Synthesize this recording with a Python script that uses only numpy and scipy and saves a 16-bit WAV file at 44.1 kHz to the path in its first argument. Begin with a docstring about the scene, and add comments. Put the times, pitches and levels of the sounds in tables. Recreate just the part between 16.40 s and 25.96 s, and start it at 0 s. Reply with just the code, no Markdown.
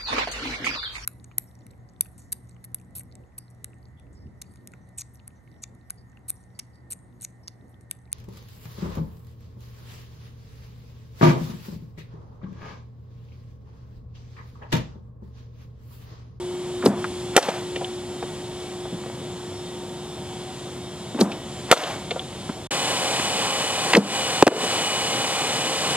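"""Mains hum, field rumble and a far motor open the scene behind the plate of an outdoor field, where a wheel
machine throws two pitches and a bat meets each; after a short gap its loud motor is heard from close by, with
one pitch and a far hit. Pulsed resonances make ball, feet and far hit; decaying modes with reflections make
the near bat; turn-locked tones, a scrape and shaped noise make the near motor. A stereo microphone receives
all of it, and its gain control ducks after loud peaks."""
import sys
import numpy as np
from scipy import signal
from scipy.fft import rfft, irfft
from scipy.io import wavfile
from scipy.ndimage import minimum_filter1d

SR = 44100
rng = np.random.default_rng(int(sys.argv[2]) if len(sys.argv) > 2 else 0)


def unload_audio(sound):
    """Save the sound as a 16-bit wav file, at the path given as the first command line argument."""
    columns = np.transpose(np.atleast_2d(sound))
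    # keep every value between -1 and 1, then stretch to whole-number steps
    steps = np.round(np.clip(columns, -1, 1) * 32767)
    wavfile.write(sys.argv[1], SR, steps.astype(np.int16))


N = 421596

LAG_PLATE, LAG_MACHINE = 2.25, 3.17   # samples by which the left channel is later, below MONO_ABOVE_HZ
MONO_ABOVE_HZ = 6850   # above this both channels carry the same signal

# Pitches: t/s, throw level/dB, snap level/dB, field echo level/dB
PITCHES = [(0.457, 1, -10, -16), (4.807, 0.5, -9.5, -18.5), (7.565, 11.5, 1.5, -12.5)]
# Near bat hits: t/s, peak level/dB, gain of modes above 1 kHz/dB, wash from the tree line: level/dB
BAT_HITS = [(0.9648, 9, -7.5, -20), (5.3140, 12, 1, -17.5)]


def amp(db):
    """Level to amplitude: 20 dB are a factor of ten."""
    return 10 ** (np.asarray(db) / 20)


def rms_one(x):
    """Normalises the mean power to 1."""
    return x / np.sqrt(np.mean(x ** 2) + 1e-20)


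def in_time(rows):
    """Linear interpolation of each column over time, one value a sample."""
    times, *columns = np.transpose(rows)
    return [np.interp(np.arange(N) / SR, times, column) for column in columns]


def at_hz(points):
    """Interpolates a spectrum over log frequency onto the FFT bins."""
    hz, value = np.transpose(points)
    bins_hz = np.fft.rfftfreq(N, 1 / SR)
    return np.interp(np.log(bins_hz + 1), np.log(hz), value)


def drift(rate):
    """Slow random fluctuation: normal draws of spread 1, rate of them a second, joined by lines."""
    knots = rng.standard_normal(int(N / SR * 60))
    return np.interp(np.arange(N) / SR * rate, np.arange(len(knots)), knots)


def resonate(x, hz, width_hz):
    """A two-pole resonance: band edges of the given width whose geometric mean is hz."""
    low = np.hypot(hz, width_hz / 2) - width_hz / 2
    high = min(low + width_hz, .45 * SR)
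    b, a = signal.butter(1, [low, high], "band", fs=SR)
    return signal.lfilter(b, a, x)


def ports(x, lag, blend_hz=40):
    """Delay between channels: left later below MONO_ABOVE_HZ; above it, same signal, slightly louder left."""
    left_db = 0.5   # left louder than right by this, at all frequencies
    turn_rad = 0.042   # extra phase below MONO_ABOVE_HZ: left turned back, right forward
    hz = np.fft.rfftfreq(N, 1 / SR)
    apart = .5 - .5 * np.tanh((hz - MONO_ABOVE_HZ) / blend_hz)   # blend_hz sets how gradual the join is
    turn = np.exp(-1j * (np.pi * hz * lag / SR + turn_rad) * apart)
    return irfft(rfft(x) * [turn, turn.conj()], N) * amp([[left_db / 2], [-left_db / 2]])


def hiss(spectrum, lag):
    """Partial coherence: coloured noise of rms 1, mostly shared by the channels, with a little of their own."""
    # Power share common to both channels, below MONO_ABOVE_HZ: f/Hz, share [0..1]
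    likeness = [(30, .4), (60, 0.86), (130, 1), (700, 0.96), (1500, 0.9), (4000, 1), (6500, .62)]
    alike = np.clip(at_hz(likeness), 0, 1)
    alike[round(MONO_ABOVE_HZ * N / SR):] = 1
    shared, *own = rfft(rng.standard_normal((3, N))) * amp(at_hz(spectrum))
    common = ports(irfft(shared * np.sqrt(alike), N), lag)
    separate = irfft(own * np.sqrt(1 - alike), N)
    return rms_one(common + separate)


def tone(cycles, db, waver_db):
    """Phase accumulation: a sine follows a running count of cycles, its rms level wavering about db."""
    level = amp(db + waver_db * drift(11))
    return np.sqrt(2) * level * np.sin(2 * np.pi * (cycles + rng.random()))


def swell(rise, t60, size):
    """Exponential decay: after a quadratic rise the envelope falls by 60 dB in t60."""
    t = np.arange(size) / SR
    return np.minimum(t / rise, 1) ** 2 * amp(-60 * np.maximum(t - rise, 0) / t60)


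def knocks(rows):
    """Forced resonance: a rough push excites a band. Rows: t/s, level/dB, f/Hz, width/Hz, rise/s, t60/s."""
    size = 16000   # samples
    out, rough = np.zeros(N + size), rng.standard_normal((len(rows), size))
    for (s, db, hz, width_hz, rise, t60), grit in zip(rows, rough):
        shape = swell(rise, t60, size)
        ring = shape * np.cos(2 * np.pi * hz * (np.arange(size) / SR - rise))
        body = resonate(resonate(shape * grit, hz, width_hz), hz, 2 * width_hz)
        body = body / np.abs(body).max()
        body = body + .8 * ring / (1 + (width_hz / 250) ** 2)   # narrow ones ring clean
        i = round(s * SR)
        out[i:i + size] += amp(db) * body / np.abs(body).max()
    return out[:N]


def placed(s, db, parts):
    """Superposition: parts with relative delay and level, put at a common time and level."""
    return [(s + delay, db + part_db, *rest) for delay, part_db, *rest in parts]


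def pitches():
    """Impact and release: the ball rattles down the chute, is squeezed and snaps free; the field answers."""
    # Rattle in the feed chute: t/s, level/dB, f/Hz
    chute = [(.422, -23, 1280), (4.744, -20, 245), (4.773, -31, 700), (4.787, -25.5, 2550),
             (7.532, -2, 2250), (7.531, -6.5, 925), (7.548, 8.5, 2250), (7.557, 0, 406)]
    # One throw: delay/s, relative level/dB, f/Hz, width/Hz, rise/s, t60/s
    throw = [(-.03, -14.5, 296, 330, 0.01466, 0.37), (0, -3.5, 406, 280, .0038, 0.068),
             (.001, -3.5, 201.2, 119, 0.01036, 0.21)]
    # Rubber letting go: delay/s, relative level/dB, f/Hz, width/Hz, rise/s, t60/s
    snap = [(-.004, -0.5, 4300, 2200, 0.0097, 0.026), (-.013, -9, 7000, 11500, 0.0126, 0.084)]
    # Echo from the field: delay/s, relative level/dB, f/Hz, width/Hz, rise/s, t60/s
    throw_echo = [(0.012, 2.4, 760, 330, 0.0037, .06), (0.014, -0.96, 6600, 6000, 0.0028, 0.14),
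                  (.02, 0.75, 680, 540, .016, 0.42)]
    width_share, rise_s = 0.61, 0.00282   # width as share of the resonance
    ring_s, ring_cycles = 0.028, 29   # t60 is their sum
    rows = [(s, db, hz, width_share * hz, rise_s, ring_s + ring_cycles / hz) for s, db, hz in chute]
    for s, db, snap_db, echo_db in PITCHES:
        rows += placed(s, db, throw)
        rows += placed(s, snap_db, snap)
        rows += placed(s, echo_db, throw_echo)
    return knocks(rows)


def echo(hit, hz, width_hz, smear):
    """Reflection as convolution: an uneven wall spreads the hit and colours it; peak 1."""
    wall = rng.standard_normal(2000) * np.exp(-np.arange(2000) / SR / smear)
    wall[0] = 3.9   # its flat face answers first
    back = signal.fftconvolve(hit, wall)[:SR]
    back = resonate(resonate(back, hz, width_hz), hz, 2 * width_hz)
    return back / np.abs(back).max()


def tree_wash():
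    """Diffuse scattering: noise in the bands of the tree line, grainy from many small reflectors."""
    # Colour of the wash: f/Hz, width/Hz, relative level/dB
    tree_bands = [(630, 470, 4), (3050, 1700, -3), (6400, 1300, -13.5)]
    grain = amp(0.87 * np.repeat(rng.standard_normal(SR // 100), 100))
    wash = sum(amp(level) * rms_one(resonate(rng.standard_normal(SR), hz, width_hz))
               for hz, width_hz, level in tree_bands)
    return swell(rise=0.056, t60=0.47, size=SR) * grain * wash


def bat():
    """Modal decay: barrel modes and a crack, then slaps from backstop and fences and the tree-line wash."""
    # Barrel modes: f/Hz, relative level/dB, t60/s
    modes = [(493, 3.5, 0.024), (696, 0.5, 0.022), (1370, 2, 0.017), (3460, -2.5, 0.017)]
    # Reflections: delay/s, level against the hit/dB, f/Hz, width/Hz, smear time constant/s
    echoes = [(0.0097, 0.5, 747, 815, 0.006), (0.0098, -11.5, 6000, 9000, 0.015),
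              (.061, -16, 4520, 4000, .003), (0.122, -21, 2800, 2500, 0.0031),
              (0.394, -28, 2900, 1780, 0.006), (.398, -29, 600, 500, .01), (.445, -30, 725, 400, 0.018),
              (0.48, -28.5, 3280, 610, 0.00029)]
    crack_db, crack_t60_s = 1, 0.03   # rms level at onset, on the scale of the modes
    out, t = np.zeros(N), np.arange(SR) / SR
    for s, db, bright_db, trees_db in BAT_HITS:
        crack = rms_one(resonate(rng.standard_normal(SR), 2600, 4900))
        hit = amp(crack_db - 60 * t / crack_t60_s) * crack
        for hz, level, t60 in modes:
            decay = amp(level + bright_db * (hz > 1000) - 60 * t / t60)
            hit += decay * np.sin(2 * np.pi * hz * t)
        heard = hit / np.abs(hit).max()
        for delay, echo_db, hz, width_hz, smear in echoes:
            heard += amp(echo_db) * np.roll(echo(hit, hz, width_hz, smear), round(delay * SR))
        out[round(s * SR):][:SR] += amp(db) * heard + amp(trees_db) * tree_wash()
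    return out


def far_hit():
    """Repeated reflection: a thud with a crack on top, then its two backstop slaps, over a low wash."""
    # Hit and slaps: t/s, thud level/dB, crack level/dB
    blows = [(8.024, 6, -0.5), (8.067, 13, 1), (8.0766, 11.5, 6)]
    # Wash after the hit itself: delay/s, relative level/dB, f/Hz, width/Hz, rise/s, t60/s
    low_wash = [(.07, -11, 431, 356, 0.02, 0.21), (.105, -20.5, 420, 462, .03, 0.64)]
    # Thud: delay/s, relative level/dB, f/Hz, width/Hz, rise/s, t60/s
    thud = [(0, -4, 297, 170, 0.0012, 0.028), (0, -3, 530, 370, 0.00047, 0.032)]
    # Crack: delay/s, relative level/dB, f/Hz, width/Hz, rise/s, t60/s
    sharp_crack = [(0.0009, 0, 2400, 4400, 0.00032, 0.013)]
    first_s, first_db, _ = blows[0]
    rows = placed(first_s, first_db, low_wash)
    for s, db, crack_db in blows:
        rows += placed(s, db, thud) + placed(s, crack_db, sharp_crack)
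    return knocks(rows)


def wheel_speed():
    """Energy exchange: turns per second sag as the near ball is gripped, then return exponentially."""
    steady, sag = 35.37, .49   # turns per second
    sag_s, regain_s = .09, 3.4   # length of the sag, time constant of the return
    since = np.maximum(np.arange(N) / SR - PITCHES[-1][0] + sag_s / 2, 0)
    return steady - sag * np.minimum(since / sag_s, 1) * np.exp(-since / regain_s)


def motor():
    """Order spectrum of rotation: tones at multiples of the turn rate, a scrape per turn, and air noise."""
    # Strongest orders: multiple of the turn rate [1], level before the casing/dB
    orders = [(13, -42.5), (15, -41.5), (17, -46), (21, -42), (23, -40), (27, -54), (29, -53), (30, -42),
              (56, -49.5), (61, -45), (69, -45), (72, -45), (83, -47), (84, -43), (85, -44), (87, -50),
              (95, -46), (102, -44.5), (104, -54), (112, -48.5), (142, -51), (165, -52), (196, -49),
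              (223, -50), (224, -51), (238, -56), (277, -53)]
    # Colour of scrape and air: f/Hz, relative level/dB
    near_colour = [(25, -10), (60, -10), (130, 4), (300, 3), (700, 4.5), (1100, 3.5), (1400, -1.5),
                   (2200, -1.5), (3500, -0.5), (5000, -5), (6500, -8), (7500, -8.5), (9500, -12.5),
                   (11000, -20.5), (12500, -28), (15500, -26)]
    scrape_db, air_db = -32, -26.5   # rms
    turns = np.cumsum(wheel_speed() + 0.0153 * drift(6)) / SR   # the speed trembles a little
    tones = sum(tone(order * turns, db, waver_db=2.0) for order, db in orders)
    tones = tones + amp(6) * resonate(tones, 2938, 34)   # a casing resonance lifts orders passing through
    scrape = np.interp(turns % 1, np.linspace(0, 1, 900), rng.standard_normal(900))
    scrape = signal.lfilter([1, -.8], [1], scrape)   # evens out the colour of the joined points
    scrape = irfft(rfft(scrape) * amp(at_hz(near_colour)), N)
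    scrape = amp(scrape_db) * rms_one(scrape)
    air = amp(air_db + 1.03 * drift(14)) * hiss(near_colour, LAG_MACHINE)
    return ports(tones + scrape, LAG_MACHINE) + air


def small_sounds():
    """Short damped resonances: bat swish, dull thuds of feet and balls on dirt, dry ticks and scuffs."""
    # Bat swish before a near hit: delay/s, relative level/dB, f/Hz, width/Hz, rise/s, t60/s
    swish = (-.045, -30, 600, 1100, .04, .05)
    # Thuds: t/s, level/dB, f/Hz
    dirt_thuds = [(1.0845, -3.5, 404), (2.526, -22.5, 170), (2.542, -20, 168), (6.092, -14, 256),
                  (6.796, -20.5, 298)]
    # Ticks and scuffs: t/s, level/dB, f/Hz
    ticks = [(.642, -15, 1180), (1.826, -18, 420), (2.453, -25.5, 590), (2.635, -32, 900), (2.66, -24, 495),
             (2.698, -26, 794), (4.917, -23.5, 2790), (6.091, -26, 1200), (6.796, -17, 1200)]
    rows = [placed(s, db, [swish])[0] for s, db, *_ in BAT_HITS]
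    rows += [(s, db, hz, 0.91 * hz, 0.0008, 14 / hz) for s, db, hz in dirt_thuds]   # t60 is 14 cycles
    rows += [(s, db, hz, 200 + .45 * hz, 0.00071, 0.052) for s, db, hz in ticks]
    return knocks(rows)


def field():
    """Slowly changing background by level interpolation: fading mains hum, rumble and a far motor."""
    # Levels behind the plate: t/s, hum level/dB, rumble level/dB
    levels = [(0, -29.5, -39), (.6, -31.5, -37), (1.3, -33.5, -37.5), (2.5, -37.5, -38), (3.7, -39, -38.5),
              (4.1, -39.5, -37.5), (4.6, -41.5, -39), (5.2, -42, -37), (6.27, -44.5, -37.5)]
    # Rumble colour: f/Hz, relative level/dB
    rumble_colour = [(25, -46), (60, -7), (125, 1), (200, 0), (400, -8), (750, -10), (1100, -15.5),
                     (1700, -27), (3000, -42.5)]
    # Noise heard with the far motor: treble falls; the deep notch at 12 kHz is the sound coder's, not the
    # motor's: f/Hz, relative level/dB
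    coded_noise = [(500, 6.5), (1500, 0.5), (2500, 0.5), (3300, 6), (4000, 2), (5500, -2), (7200, -2),
                   (9500, -6), (11000, -11), (12000, -76), (13500, -18), (15500, -37)]
    # Far motor lines: f/Hz, rms level/dB
    lines = [(753.7, -54), (915.2, -58.5), (1922, -66), (2223, -63.5), (3015, -61), (3176, -60),
             (3408, -58.5), (3526, -62), (3671, -57.5), (3898, -70), (5507, -61.5), (7305, -61)]
    hum_hz = 360   # sixth multiple of the mains
    motor_mean_db, motor_follows = -42.5, 2.1   # motor noise swings with the rumble by this factor
    hum_db, rumble_db = in_time(levels)
    rumble_mean_db = np.mean(levels, axis=0)[2]   # over the table rows
    motor_db = motor_mean_db + motor_follows * (rumble_db - rumble_mean_db)
    t = np.arange(N) / SR
    hum = tone(hum_hz * t, hum_db, waver_db=1.14)
    whine = sum(tone(hz * t, db, waver_db=4.5) for hz, db in lines)
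    rumble = amp(rumble_db + 0.48 * drift(3.9)) * hiss(rumble_colour, LAG_PLATE)
    far_motor = amp(motor_db + 1.0 * drift(7.6)) * hiss(coded_noise, LAG_PLATE)
    return ports(hum + whine, LAG_PLATE) + rumble + far_motor


def scene():
    """Superposition: background and motor of the two standpoints in turn, with band-limited blows over both."""
    t = np.arange(N) / SR
    plate = np.clip((6.272 - t) * 500, 0, 1)   # out by 6.272 s
    machine = np.clip((t - 6.307) * 250, 0, 1)   # in from 6.307 s
    band = signal.butter(2, [120, 10000], "band", fs=SR, output="sos")   # what the ports pass of a blow
    blows = bat() + pitches() + far_hit() + small_sounds()
    blows = signal.sosfilt(band, blows + 1e-18)
    return plate * field() + machine * motor() + ports(blows, LAG_PLATE, blend_hz=905)


def record(dry):
    """Dynamic compression: gain ducks after loud peaks and climbs back; the rest saturates; the top is cut."""
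    threshold_db, duck_share = -11.5, 0.68   # the gain falls by this share of the excess
    attack_s, hold_s, recover_db_per_s = 0.0053, 0.03, 182   # recovery of the excess, before the share
    over_db = np.maximum(20 * np.log10(np.abs(dry).max(axis=0) + 1e-9) - threshold_db, 0)
    half = round(hold_s * SR) // 2
    over_db = -minimum_filter1d(-over_db, 2 * half + 1, origin=half)   # the peak is held for a while
    climb = recover_db_per_s * np.arange(N) / SR
    held_db = np.maximum.accumulate(over_db + climb) - climb
    r = np.exp(-1 / (attack_s * SR))
    duck_db = duck_share * signal.lfilter([(1 - r) ** 2], [1, -2 * r, r * r], held_db)   # sets in gradually
    ducked = dry * amp(-duck_db)
    clipped = np.tanh(ducked ** 3 / 3 + ducked)
    coupling = signal.butter(2, 40, "high", fs=SR, output="sos")   # coupling capacitor
    top_cut = signal.cheby2(12, 70, 15700 * 1.04, fs=SR, output="sos")   # 70 dB down from this edge up
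    return signal.sosfilt(top_cut, signal.sosfilt(coupling, clipped))


dry = scene()
out = record(dry)
unload_audio(out)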